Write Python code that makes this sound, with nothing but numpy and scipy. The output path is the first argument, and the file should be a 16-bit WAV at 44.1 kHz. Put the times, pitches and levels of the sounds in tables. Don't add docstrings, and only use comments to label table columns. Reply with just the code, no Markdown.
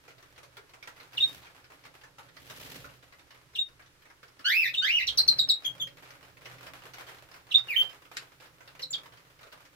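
import sys
import numpy as np
from scipy import signal
from scipy.fft import rfft, irfft, next_fast_len
from scipy.io import wavfile
from scipy.ndimage import map_coordinates

SR = 44100
rng = np.random.default_rng(int(sys.argv[2]) if len(sys.argv) > 2 else 0)


def to_wav(s):
    ch = np.atleast_2d(s).T
    pcm = np.round(np.clip(ch, -1, 1) * 32767)
    wavfile.write(sys.argv[1], SR, pcm.astype(np.int16))


N = 429975
TOP_HZ = 15800

# start_s, dip_db, whistle_db, whistle_length_s, overtones_db, pan_db
CHIRP_PAIRS = [(1.169, -27.5, -20, 0.04, -19.5, -1), (3.548, -33.5, -24.5, 0.0317, -15, 2),
               (4.736, -29.5, -24.5, 0.038, -18, 2), (7.509, -30.5, -13, 0.019, -18.5, -2)]
# start_s, length_s, from_hz, to_hz, slide_s, level_db, overtones_db, pan_db
CHIP_NOTES = [(5.066, 0.03, 6700, 3075, .011, -25, -14.5, -3),
              (5.172, .028, 6530, 4162, .0068, -17.5, -5, 0),
              (5.276, .026, 6250, 4120, 0.0044, -15.5, -11, 4),
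              (5.382, .031, 5650, 3765, .0065, -20, -8, .5),
              (5.486, .029, 5700, 3790, .0069, -18.5, -7, 2.5),
              (5.646, 0.026, 3400, 3214, 0.012, -26.5, -9, 2),
              (5.796, .035, 3640, 3154, .015, -30, -5.5, 0),
              (8.815, .026, 7430, 3900, .008, -34.5, -5.5, -0.5),
              (8.903, 0.012, 6900, 7150, 0.0018, -35, -15, -3.5),
              (8.924, 0.028, 6900, 3260, 0.0081, -29.5, -20, -1.5)]
# start_s, length_s, crest_hz, gain_db, top_overtones_db
ARCH_NOTES = [(4.442, .257, 2683, -19.5, 2.5), (4.813, .23, 2967, -20.5, -4)]
ARCH_SHAPE = [(0, 0.045), (.2, .27), (.46, .93), (.62, 0.966), (.72, .87), (.79, .5), (.865, .32),
              (.94, .8), (1, 0.95)]
# time_s, pitch_hz, level_db
FALL_CONTOUR = [(7.683, 2930, -38), (7.701, 2516, -28.5), (7.721, 2335, -30.5), (7.747, 1800, -37.5),
                (7.76, 2555, -28.5)]
# freq_hz, gain_db
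CHIRP_TRACT = [(900, -58.5), (2000, -16), (2700, -7.5), (4100, 6), (5600, -14.5), (7500, -10.5),
               (8400, -13.5), (10500, -30.5), (12400, -20), (15200, -22.5)]
ARCH_TRACT = [(800, -54), (1300, -8.5), (2000, 1), (3050, 1.5), (3480, 5), (4100, -3), (5800, -15),
              (7500, -25), (10300, -41), (12200, -14.5), (13300, -20), (14200, -28.5), (15300, -22.5)]
FALL_TRACT = [(1200, -11.5), (2000, 3), (3100, 2.5), (4600, -22), (6200, -30.5), (7500, -30.5),
              (9300, -33.5), (12400, -22), (15500, -25)]
# freq_hz, pan_db
VOICE_PAN = [(4000, -1.5), (8000, 3.5), (12000, 7)]

# start_s, knock_db, claw_db
FIRM_STEPS = [(.079, -54, -56), (.225, -58.5, -59.5), (.378, -54.5, -55.5), (.43, -55, -59.5),
              (.568, -49.5, -52), (.735, -54, -57.5), (.826, -56, -48), (.873, -47, -47.5),
              (1.0, -58.5, -55), (1.131, -64, -53), (1.467, -58, -56), (1.7, -55, -67.5), (1.85, -52, -56),
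              (2.035, -52, -61.5), (2.183, -49, -56), (2.367, -53, -54), (2.498, -49.5, -48.5),
              (2.843, -47, -59.5), (3.123, -57, -58.5), (3.305, -56.5, -56.5), (3.794, -54.5, -67),
              (4.053, -59.5, -61), (4.1, -55.5, -66), (4.229, -53.5, -56.5), (4.392, -53, -56),
              (5.644, -59, -47.5), (5.871, -58, -50.5), (6.104, -54, -53.5), (6.455, -50.5, -46.5),
              (6.667, -49, -50.5), (6.935, -54.5, -49.5), (6.995, -49, -56), (7.07, -55.5, -55.5),
              (7.34, -54, -55), (7.578, -48.5, -45), (7.815, -53, -47), (7.893, -59, -55),
              (8.605, -53, -63), (8.675, -59, -55.5), (8.793, -51.5, -47), (8.98, -55.5, -57.5),
              (9.057, -52.5, -57.5), (9.43, -54, -58), (9.467, -56.5, -62), (9.524, -53, -53.5)]
# start_s, level_db
SNAP_CONTACTS = [(8.164, -55.5), (8.1681, -36.5), (8.171, -43.5)]
# freq_hz, gain_db
SHELF_SPECTRUM = [(120, -19), (300, -14), (520, -3), (750, -9.5), (1400, -1), (2100, -6), (3500, -25.5),
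                  (6000, -21), (15000, -29.5)]
CLAW_SPECTRUM = [(800, -24.5), (2100, 3), (2700, 2.5), (3500, -1), (5200, -3.5), (7000, -15.5),
                 (10000, -26.5), (12200, -16), (15500, -20.5)]
BEAK_SPECTRUM = [(300, -13), (900, -13.5), (1600, 5.5), (2400, -2), (3400, 1.5), (5500, -2.5), (8000, -10),
                 (12000, -15.5), (15500, -31)]
# time_s, level_db
SHAKE_ENVELOPES = [
    [(1.14, -59.5), (1.22, -50.5), (1.35, -51), (1.44, -65)],
    [(2.34, -64.5), (2.48, -54), (2.62, -46.5), (2.79, -47.5), (2.87, -58), (3.0, -71)],
]
# time_s, level_db
BUSTLE_ENVELOPE = [(0, -61), (.62, -71), (1.06, -58), (1.28, -57.5), (1.82, -60), (2.47, -66),
                   (2.77, -57.5), (3.1, -63), (3.9, -75.5), (4.55, -63.5), (5.21, -49), (5.59, -60.5),
                   (6, -59.5), (6.92, -50.5), (7.41, -56.5), (7.74, -53), (8.12, -57), (9.75, -61.5)]
# freq_hz, gain_db
FEATHER_SPECTRUM = [(29, -39), (50, -18.5), (131, -7.5), (183, -14), (288, -9.5), (333, -19), (375, -12),
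                    (701, -16), (3100, -12), (9820, -25.5), (12200, -20), (15500, -26.5)]
LITTER_SPECTRUM = [(150, -27), (280, -8), (520, -2.5), (750, -2.5), (1400, -0.5), (2500, -4.5), (5000, -13),
                   (9000, -20.5), (12500, -18), (15500, -25.5)]

# centre_hz, width_hz, gain_db
ROOM_MODES = [(124.5, 10, 1), (161, 27, -9), (280.9, 18, -14.5), (277, 20, -21), (394, 19, -20),
              (540, 120, -17)]
# freq_hz, gain_db
RUMBLE_SPECTRUM = [(20, -33), (50, -16.5), (72, 4), (95, -6.5), (150, -23), (400, -61)]
HISS_SPECTRUM = [(12, -20.5), (20, 0), (49, -11), (137, -3.5), (219, -20), (282, -7.5), (597, -16),
                 (725, -17.5), (1340, -11.5), (5380, -19.5), (8400, -25), (12100, -25.5), (15500, -33.5)]
# time_s, level_db
HUM_ENVELOPE = [(0, -69), (.9, -73), (1.35, -63), (1.65, -72.5), (2.3, -67), (2.8, -53), (3.07, -68.5),
                (4.45, -78), (4.7, -61), (5.05, -64.5), (5.4, -50.5), (5.57, -67), (5.8, -54),
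                (6.03, -64.5), (6.38, -62.5), (6.55, -56.5), (7.15, -67.5), (8.7, -68), (8.95, -58.5),
                (9.2, -69)]
RUMBLE_ENVELOPE = [(0, -72.5), (1.19, -82.5), (1.34, -60.5), (1.52, -79.5), (2.3, -76), (2.8, -61.5),
                   (2.93, -71.5), (4.92, -86.5), (5.08, -55.5), (5.4, -63.5), (5.59, -81), (6.7, -70.5),
                   (7.6, -76), (7.79, -67.5), (8, -77.5), (9.75, -79)]
WHINE_ENVELOPE = [(5.45, -105), (5.65, -81.5)]
# freq_hz, correlation
NOISE_CORRELATION = [(60, .85), (250, 0.91), (500, 0.82), (1000, 0.024), (2500, -0.14), (12000, 0.078)]
# freq_hz, pan_db
NOISE_PAN = [(60, -4.5), (400, -5.5), (1200, -0.5), (5000, -1.5), (12000, 3)]
# freq_hz, t60_s
ROOM_DECAY = [(200, 0.081), (600, 0.34), (1500, 0.165), (3700, 0.16), (10000, 0.12)]


def contact_chirps(whistle_delay_s=.031):
    out = np.zeros((2, N))
    for start_s, dip_db, whistle_db, whistle_s, overtones_db, pan_db in CHIRP_PAIRS:
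        dip = slide_note(.02, dip_db, overtones_db, from_hz=4220, to_hz=2682, slide_s=.008)
        whistle = slide_note(whistle_s, whistle_db, overtones_db, from_hz=3300, to_hz=3706, slide_s=.0047)
        add(out, start_s, panned(dip, pan_db))
        add(out, start_s + whistle_delay_s, panned(whistle, pan_db))
    return out


def chips():
    out = np.zeros((2, N))
    for start_s, length_s, from_hz, to_hz, slide_s, level_db, overtones_db, pan_db in CHIP_NOTES:
        note = slide_note(length_s, level_db, overtones_db, from_hz, to_hz, slide_s)
        add(out, start_s, panned(note, pan_db))
    return out


def arched_calls(foot_hz=1326.5, attack_s=.018, release_s=.0098):
    out = np.zeros((2, N))
    for start_s, length_s, crest_hz, gain_db, top_overtones_db in ARCH_NOTES:
        t = np.arange(int(length_s * SR)) / SR
        height = np.interp(t / length_s, *np.transpose(ARCH_SHAPE))
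        pitch_hz = foot_hz + (crest_hz - foot_hz) * height
        gate = np.clip(np.minimum(t / attack_s, (length_s - t) / release_s), 0, 1)
        fade_db = np.interp(t / length_s, [.65, 1], [0, 7])
        level = gate * amp(gain_db - 4.5 + 1.5 * height - fade_db)
        tract = [(hz, db + top_overtones_db * (hz > 9000)) for hz, db in ARCH_TRACT]
        overtones_db = -3.5 - 5 * height
        hoarseness = amp(overtones_db / 2)
        note = syrinx(pitch_hz, level, overtones_db, tract, jitter=.035 * hoarseness,
                      flutter_db=2 * hoarseness, wet_db=6, rasp_db=overtones_db - 17.5, harmonics=7)
        add(out, start_s, panned(note, pan_db=-.08))
    return out


def falling_call(whistle_start_s=7.757):
    out = np.zeros((2, N))
    time_s, pitch_hz, level_db = np.transpose(FALL_CONTOUR)
    t = np.arange(time_s[0], time_s[-1], 1 / SR)
    level = amp(np.interp(t, time_s, level_db)) * signal.windows.tukey(len(t), .06)
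    fall = syrinx(np.interp(t, time_s, pitch_hz), level, overtones_db=0, tract=FALL_TRACT,
                  jitter=.011, flutter_db=.5, wet_db=3, rasp_db=-24.5)
    whistle = slide_note(length_s=.057, level_db=-20.5, overtones_db=-3.5,
                         from_hz=2400, to_hz=3117, slide_s=.0041, tract=FALL_TRACT)
    add(out, time_s[0], fall)
    add(out, whistle_start_s, whistle)
    return out


def slide_note(length_s, level_db, overtones_db, from_hz, to_hz, slide_s, tract=CHIRP_TRACT):
    t = np.arange(int(length_s * SR)) / SR
    unsettled = np.exp(-(t / slide_s) ** 1.4)
    pitch_hz = to_hz + (from_hz - to_hz) * unsettled
    gate = np.clip(t / .003, 0, 1) * np.clip((length_s - t) / .006, 0, 1)
    level = amp(level_db) * unit_rms(gate * amp(-18 * unsettled ** .8))
    scratch = abs(from_hz / to_hz - 1) * np.cbrt(unsettled)
    return syrinx(pitch_hz, level, overtones_db, tract, jitter=.005 + .073 * scratch,
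                  flutter_db=4 * scratch, wet_db=2.5, rasp_db=-38 + 27 * np.clip(2 * scratch, 0, 1))


def syrinx(pitch_hz, level, overtones_db, tract, jitter, flutter_db, wet_db, rasp_db, harmonics=9):
    n = len(pitch_hz)
    pitch_hz = pitch_hz * (1 + jitter * wobble(900, n))
    k = np.arange(1, harmonics + 1)[:, None]
    gains = amp(at_hz(tract, k * pitch_hz) + (k > 1) * overtones_db) * (k * pitch_hz < TOP_HZ)
    phase_rad = 2 * np.pi * np.cumsum(pitch_hz) / SR
    tone = (gains * np.sin(k * phase_rad)).sum(0) / np.sqrt((gains ** 2).sum(0) / 2)
    rasp = amp(rasp_db) * unit_rms(filtered(rng.standard_normal(n), colour(tract)))
    flutter = unit_rms(amp(flutter_db * wobble(500, n)))
    note = level * (tone + rasp) * flutter
    heard = room(note, wet_db)
    return heard * np.linalg.norm(note) / np.linalg.norm(heard, axis=1, keepdims=True)


def footsteps():
    out = np.zeros((2, N))
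    for start_s, knock_db, claw_db in [*FIRM_STEPS, *light_steps()]:
        add(out, start_s, amp(knock_db) * impact(SHELF_SPECTRUM, t60_s=.097, wet_db=.5))
        add(out, start_s, amp(claw_db) * impact(CLAW_SPECTRUM, t60_s=.04, wet_db=1.5))
    return out


def light_steps(steps_per_s=7, knock_db=-60.5, claw_db=-59.5, spread_db=1):
    count = int(steps_per_s * N / SR)
    scatter = rng.uniform(-1, 1, (count, 3))
    start_s = (np.arange(count) + .5 + scatter[:, 0] / 2) / steps_per_s
    bustle_db = np.interp(start_s, *np.transpose(BUSTLE_ENVELOPE))
    firmness_db = .28 * (bustle_db - bustle_db.mean())[:, None] + spread_db * scatter[:, 1:]
    return np.column_stack([start_s, [knock_db, claw_db] + firmness_db])


def beak_snap():
    out = np.zeros((2, N))
    for start_s, level_db in SNAP_CONTACTS:
        add(out, start_s, amp(level_db) * impact(BEAK_SPECTRUM, t60_s=.028, wet_db=-.5))
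    return out


def impact(spectrum, t60_s, wet_db, attack_s=.0013, ripple_db=3.5):
    t = np.arange(SR // 12) / SR
    spot = np.column_stack([np.geomspace(300, TOP_HZ, 26), ripple_db * rng.standard_normal(26)])
    burst = diffuse_noise(lambda hz: amp(at_hz(spectrum, hz) + at_hz(spot, hz)), len(t))
    heard = room(burst * amp(-60 * t / t60_s) * (1 - np.exp(-t / attack_s)), wet_db)
    return heard / heard[:, :SR // 40].std()


def feather_shakes(beat_hz=19.7, flick_s=2.499, throb_db=4):
    t = np.arange(N) / SR
    level = sum(amp(np.interp(t, *np.transpose(rows), left=-140, right=-140)) for rows in SHAKE_ENVELOPES)
    beat_fraction = ((t - flick_s) * beat_hz + .04 * wobble(8)) % 1
    throb = unit_rms(amp(-throb_db * beat_fraction + 2.4 * wobble(250)))
    return level * throb * diffuse_noise(colour(FEATHER_SPECTRUM))


def litter_rustle(touches_per_s=32, spread_db=4, scratch_t60_s=.012, echo_t60_s=.3):
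    t = np.arange(SR // 5) / SR
    onsets = rng.random(N) < touches_per_s / SR
    touches = onsets * amp(spread_db * np.clip(rng.standard_normal(N), -2, 2))
    decay = amp(-60 * t / scratch_t60_s) ** 2 + .3 * amp(-60 * t / echo_t60_s) ** 2
    energy = np.abs(signal.fftconvolve(touches ** 2, decay)[:N])
    return envelope(BUSTLE_ENVELOPE) * unit_rms(np.sqrt(energy)) * diffuse_noise(colour(LITTER_SPECTRUM))


def room_tone(hiss_db=-63.5):
    def modes(hz):
        return sum(amp(db) / (1 + (2 * (hz - centre_hz) / width_hz) ** 2)
                   for centre_hz, width_hz, db in ROOM_MODES)
    hum = envelope(HUM_ENVELOPE) * diffuse_noise(modes)
    rumble = envelope(RUMBLE_ENVELOPE) * diffuse_noise(colour(RUMBLE_SPECTRUM))
    hiss = amp(hiss_db) * diffuse_noise(colour(HISS_SPECTRUM))
    return hum + rumble + hiss


def whine(pitch_hz=14998):
    return envelope(WHINE_ENVELOPE) * unit_rms(np.sin(2 * np.pi * pitch_hz * np.arange(N) / SR))


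def room(x, wet_db, wall_gain=.16, walls=5):
    hz, t, spectra = signal.stft(rng.standard_normal((2, SR // 3)), SR, nperseg=256)
    decay = amp(-60 * t / at_hz(ROOM_DECAY, hz)[:, None])
    tail = signal.istft(spectra * decay, SR, nperseg=256)[1]
    response = tail / np.linalg.norm(tail[0])
    wall_delay_samples = rng.integers(SR // 500, SR // 70, (2, walls))
    response[[[0], [1]], wall_delay_samples] += wall_gain
    response *= amp(wet_db)
    response[[0, 1], [0, 3]] += 1
    return signal.fftconvolve(np.atleast_2d(x), response, axes=1)


def diffuse_noise(gain, n=N):
    def mid_side_gain(hz):
        angle_rad = np.arccos(np.clip(at_hz(NOISE_CORRELATION, hz), -1, 1)) / 2
        return gain(hz) * [np.cos(angle_rad), np.sin(angle_rad)]
    mid, side = filtered(rng.standard_normal((2, n)), mid_side_gain)
    return unit_rms(panned_by_hz(np.array([mid + side, mid - side]), NOISE_PAN))


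def amp(db):
    return 10 ** (np.asarray(db) / 20)


def unit_rms(x):
    return x / np.sqrt(np.mean(x ** 2) + 1e-20)


def at_hz(points, hz):
    freq_hz, values = np.transpose(points)
    return np.interp(np.log(hz + 1), np.log(freq_hz), values)


def colour(spectrum):
    return lambda hz: amp(at_hz(spectrum, hz))


def envelope(rows):
    return amp(np.interp(np.arange(N) / SR, *np.transpose(rows)))


def wobble(rate_hz, n=N):
    knots = rng.standard_normal(int(n * rate_hz / SR) + 4)
    return map_coordinates(knots, [np.arange(n) * rate_hz / SR])


def filtered(x, response):
    n = x.shape[-1]
    size = next_fast_len(n + 8192)
    return irfft(rfft(x, size) * response(np.fft.rfftfreq(size, 1 / SR)), size)[..., :n]


def panned(x, pan_db):
    return x * amp([[pan_db / 2], [-pan_db / 2]])


def panned_by_hz(x, points):
    return filtered(x, lambda hz: amp(np.outer([.5, -.5], at_hz(points, hz))))


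def add(out, start_s, x):
    part = out[:, max(round(start_s * SR), 0):][:, :x.shape[-1]]
    part += x[..., :part.shape[-1]]


def scene():
    voices = panned_by_hz(contact_chirps() + chips() + arched_calls() + falling_call(), VOICE_PAN)
    background = room_tone() + whine()
    movement = feather_shakes() + litter_rustle() + beak_snap() + footsteps()
    return voices + movement + background


def record(dry):
    return filtered(dry, lambda hz: hz < TOP_HZ)


dry = scene()
out = record(dry)
to_wav(out)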